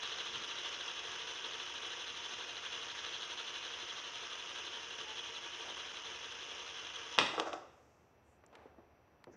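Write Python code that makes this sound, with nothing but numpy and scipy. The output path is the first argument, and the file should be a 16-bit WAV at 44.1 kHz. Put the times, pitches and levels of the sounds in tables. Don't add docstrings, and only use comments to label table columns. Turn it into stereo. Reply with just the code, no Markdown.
import sys
import numpy as np
from scipy import signal
from scipy.fft import rfft, irfft, next_fast_len
from scipy.io import wavfile
from scipy.ndimage import map_coordinates

SR = 44100
rng = np.random.default_rng(int(sys.argv[2]) if len(sys.argv) > 2 else 0)


def transcribe(signal):
    frames = np.atleast_2d(signal).T
    limited = np.clip(frames, -1, 1)
    pcm = np.round(limited * 32767).astype(np.int16)
    wavfile.write(sys.argv[1], SR, pcm)


N = 412776

START_TURNS_PER_S, START_TURN, RUN_DOWN_S = 13.06, .42, 41
ROLL_DB, ROLL_DB_PER_HALVING = -47.5, 9.5
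RASP_DB, RASP_DB_PER_HALVING = -45, 30
# (frequency [Hz], width [Hz], gain [dB])
BODY_MODES = [(357.6, 37, -8), (454.5, 54, -5.5), (707, 28, -10), (943.6, 30, -3.5), (1176, 40, -7),
              (1262, 40, -7.5), (1630, 110, -11), (1933, 25, -7), (2510, 12, -1), (2773, 44, 0),
              (3030, 24, 3.5), (3134, 45, 1), (3321, 100, 0.5), (6050, 270, -13.5), (9060, 220, -30)]
# (frequency [Hz], relative density [dB])
ROLL_SPECTRUM = [(60, -25), (150, -21), (250, -15.5), (340, -9.5), (800, -9.5), (1200, -3.5), (2200, -7),
                 (2900, 0.5), (3600, -8.5), (4450, -19), (5100, -8.5), (6300, -8.5), (7200, -25),
                 (7800, -49), (9100, -30.5), (10000, -52), (13000, -51)]
RASP_SPECTRUM = [(200, -43), (900, -10), (1700, -5), (2400, -15), (3000, -5.5), (3380, 4), (3650, -0.5),
                 (3950, 0.5), (4500, -13.5), (5200, -25.5), (6300, -20), (7500, -50.5), (13000, -75.5)]
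# (time [s], half-width [s], gain [dB])
ROUGH_SPELLS = [(0.055, 0.37, 3), (3.4, .7, 4)]
def spinner():
    speed = np.exp(-clock(N) / RUN_DOWN_S)
    turns = START_TURN + START_TURNS_PER_S * np.cumsum(speed) / SR
    rough_db = sum(db * swell(s, half_width) for s, half_width, db in ROUGH_SPELLS)
    roll_db = ROLL_DB + ROLL_DB_PER_HALVING * np.log2(speed)
    rasp_db = RASP_DB + RASP_DB_PER_HALVING * np.log2(speed) + rough_db
    lean = np.abs(np.cos(np.pi * turns)) ** 1.3
    load = .5 + .5 * lean
    roll = shaped(grit(spread_db=3, rate=500), ROLL_SPECTRUM)
    body = unit(resonate(load * grit(spread_db=4, rate=300), BODY_MODES))
    rasp = shaped(grit(spread_db=2.5, rate=350), RASP_SPECTRUM)
    rolling = amp(roll_db + .35 * wobble(30)) * (roll + amp(-.5) * body)
    rasping = amp(rasp_db + .42 * wobble(15)) * lean * rasp
    spinning = np.clip((STOP_S - clock(N)) / .005, 0, 1)
    return (rolling + rasping) * spinning


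# (frequency [Hz], relative level [dB], T60 [s])
ROTOR_MODES = [(520, -18.5, 0.019), (1202, -4, 0.0071), (2020, -15.5, 0.0077), (2550, -11.5, 0.0099),
               (3280, -2.5, .004), (3860, -11.5, 0.0061), (6070, -18, 0.0045)]
# (frequency [Hz], relative density [dB])
RATTLE_SPECTRUM = [(50, -30.5), (200, -7), (550, -3), (800, -3), (1100, 2), (1550, -5), (2000, 0),
                   (2700, -2.5), (3400, -3.5), (4500, -8.5), (6200, -7.5), (7400, -24.5), (9100, -24.5),
                   (11000, -39), (15500, -52.5)]
# (time [s], peak level [dB], tilt [dB/octave], rattle T60 [s], room send [dB])
KNOCKS = [(.0335, -29.5, 3, 0.019, -17), (7.1807, -23, -8, .03, -19), (7.1867, -6, -0.5, 0.032, -2),
          (7.1996, -20, -2, .03, -8), (7.2138, -18.5, -3, .025, -5), (7.2640, -29, 4, .01, -12),
          (7.3794, -24, -9, 0.087, 0.5), (7.3988, -19.5, 4, 0.017, -15.5), (7.5308, -28, -2, 0.037, -15)]
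STOP_S = KNOCKS[2][0]
def clacks():
    direct, send, t = np.zeros(N), np.zeros(N), clock(SR // 2)
    ring = sum((-1) ** k * amp(db - 60 * t / t60) * np.sin(2 * np.pi * hz * t)
               for k, (hz, db, t60) in enumerate(ROTOR_MODES))
    rolloff = [(30, -19.5), (200, -.5), (9000, 1), (11000, -5.5)]  # (frequency [Hz], gain [dB])
    for s, db, tilt, t60, send_db in KNOCKS:
        rattle = shaped(rng.standard_normal(len(t)), RATTLE_SPECTRUM) * amp(-60 * t / t60)
        colour = lambda hz: tilt * np.log2(np.clip(hz, 700, 6000) / 1000) + along(rolloff, hz)
        blow = coloured(ring + amp(-15) * rattle, colour)
        blow = amp(db) * blow / np.abs(blow).max()
        add(direct, s, blow)
        add(send, s, amp(send_db) * blow)
    return direct + room(send)


def palm():
    out, t = np.zeros(N), clock(SR // 2)
    thud = band(rng.standard_normal(len(t)), centre_hz=320, octaves=1.22)
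    add(out, STOP_S, amp(-34.5 - 60 * t / .41) * thud)
    return out


# (frequency [Hz], width [Hz], gain [dB])
WOOD_MODES = [(340, 24, 1.5), (474, 92, -4), (610, 107, -3), (730, 136, -0.5), (1124, 120, -3),
              (1275, 70, -7)]
# (peak time [s], relative level [dB])
SLIDES = [(7.345, -40), (7.40, -35), (7.472, -40), (7.538, -38.5)]
def sliding():
    slips = grit(spread_db=3, rate=290)
    wood = unit(resonate(slips, WOOD_MODES))
    scratch = band(slips, centre_hz=5600, octaves=.26)
    effort = np.max([amp(db) * slide_envelope(s) for s, db in SLIDES], axis=0)
    return effort * (wood + amp(-18.5) * scratch)


def slide_envelope(s, rise_s=.013, t60=.2):
    t = clock(N) - s
    return np.where(t < 0, swell(s, rise_s), amp(-60 * np.abs(t) / t60))


# (time [s], peak level [dB], centre [Hz], width [octaves], T60 [s])
BUMPS = [(8.438, -52.5, 702, 1.04, 0.044), (8.463, -55, 6800, 0.31, 0.0075), (8.528, -51, 700, 1.1, 0.18),
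         (8.553, -46, 1500, 0.99, 0.024), (8.656, -44, 427, 0.61, 0.074), (8.783, -47.5, 376, .8, 0.077),
         (9.2413, -46, 1410, 1, .014), (9.270, -43.5, 305, 1.02, 0.11)]
def bumps():
    out, t = np.zeros(N), clock(SR // 4)
    for s, db, centre_hz, octaves, t60 in BUMPS:
        bump = band(rng.standard_normal(len(t)) * amp(-60 * t / t60), centre_hz, octaves)
        add(out, s, amp(db) * bump / np.abs(bump).max())
    return out


# (time [s], half-width [s], level [dB], centre [Hz], width [octaves])
RUSTLES = [(0.378, 0.064, -63, 160, 1.1), (5.688, 0.05, -52.5, 650, 1.3), (7.852, .25, -83, 6120, 0.37),
           (8.311, 0.066, -83.5, 7300, 0.31), (8.611, 0.098, -60.5, 540, 1.2),
           (8.78, 0.14, -68.5, 464, 1.1), (9.33, 0.051, -62, 330, 0.78), (9.337, .02, -73.5, 5840, 0.2),
           (9.345, 0.028, -70, 1700, .3)]
def clothes():
    return sum(amp(db) * band(rng.standard_normal(N), centre_hz, octaves) * swell(s, half_width)
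               for s, half_width, db, centre_hz, octaves in RUSTLES)


def squeak(s, half_width, db, hz):
    return amp(db) * swell(s, half_width) * np.sin(2 * np.pi * hz * clock(N) + .4 * wobble(60))


# (frequency [Hz], T60 [s])
ROOM_DECAY = [(100, .6), (400, 0.99), (1500, 0.91), (4000, 0.79), (7000, 1), (12000, 0.51)]
def room(x):
    hz, t, spectra = signal.stft(rng.standard_normal(SR), SR, nperseg=256)
    decay = amp(-60 * t / along(ROOM_DECAY, hz)[:, None])
    tail = signal.istft(spectra * decay, SR, nperseg=256)[1]
    tail *= 1 + 1.2 * np.exp(-clock(len(tail)) / .097)
    return signal.fftconvolve(x, tail / np.linalg.norm(tail))[:N]


# (frequency [Hz], relative density [dB])
AIR_SPECTRUM = [(20, -28), (45, -17.5), (76, -6), (120, -9.5), (150, -12.5), (230, -11.5), (700, -11.5),
                (1000, -16.5), (2400, -25), (3800, -37), (5900, -38), (7200, -51), (9500, -74)]
# (frequency [Hz], rms level [dB])
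TONES = [(76, -79.5), (120, -82.5), (2654, -90), (5841, -92.5), (11682, -99), (11800, -99)]
def background():
    air = amp(-68) * shaped(rng.standard_normal(N), AIR_SPECTRUM)
    return air + sum(amp(db) * np.sqrt(2) * np.sin(2 * np.pi * hz * clock(N) + .5 * wobble(15))
                     for hz, db in TONES)


def grit(spread_db, rate):
    return rng.standard_normal(N) * amp(spread_db * wobble(rate))


def resonate(x, modes):
    f = np.fft.rfftfreq(N, 1 / SR)
    response = sum(amp(db) * (2j * f * width / (hz * hz - f * f + 2j * f * width)) ** 2
                   for hz, width, db in modes)
    return irfft(rfft(x) * response, N)


def coloured(x, gain_db):
    size = 2 * next_fast_len(len(x) // 2 + 2048)
    gain = amp(gain_db(np.fft.rfftfreq(size, 1 / SR)))
    cepstrum = irfft(np.log(gain + 1e-6))
    cepstrum[1:size // 2] *= 2
    cepstrum[size // 2 + 1:] = 0
    return irfft(rfft(x, size) * np.exp(rfft(cepstrum)), size)[:len(x)]


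def shaped(x, spectrum):
    return unit(coloured(x, lambda hz: along(spectrum, hz)))


def band(x, centre_hz, octaves):
    return unit(coloured(x, lambda hz: -7 * np.abs(np.log2((hz + 1) / centre_hz) / octaves) ** 1.51))


def swell(s, half_width):
    return np.exp(-((clock(N) - s) / half_width) ** 2)


def wobble(rate):
    knots = rng.standard_normal(int(N * rate / SR) + 4)
    return map_coordinates(knots, [clock(N) * rate], order=1)


def along(points, hz):
    f, values = np.transpose(points)
    return np.interp(np.log(hz + 1), np.log(f + 1), values)


def amp(db):
    return 10 ** (np.asarray(db) / 20)


def unit(x):
    return x / np.sqrt(np.mean(x ** 2) + 1e-20)


def clock(size):
    return np.arange(size) / SR


def add(track, s, x):
    part = track[round(s * SR):][:len(x)]
    part += x[:len(part)]


def scene():
    table = spinner() + sliding()
    faint = squeak(s=5.1, half_width=.05, db=-52.5, hz=866) + bumps() + clothes()
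    mono = amp(-1) * table + amp(-9.5) * room(table) + clacks() + palm() + faint + background()
    return np.array([mono, mono])


def record(dry):
    f, top_hz = np.fft.rfftfreq(N, 1 / SR), 15700
    microphone = amp(along([(11800, 0), (13000, -15.5)], f))
    hiss_db = along([(20, -94), (80, -71), (1200, -70.5), (4000, -89), (12000, -91.5)], f)
    hiss = rfft(rng.standard_normal((2, N))) * amp(hiss_db)
    return irfft((rfft(dry) * microphone + hiss) * (f < top_hz), N)


dry = scene()
out = record(dry)
transcribe(out)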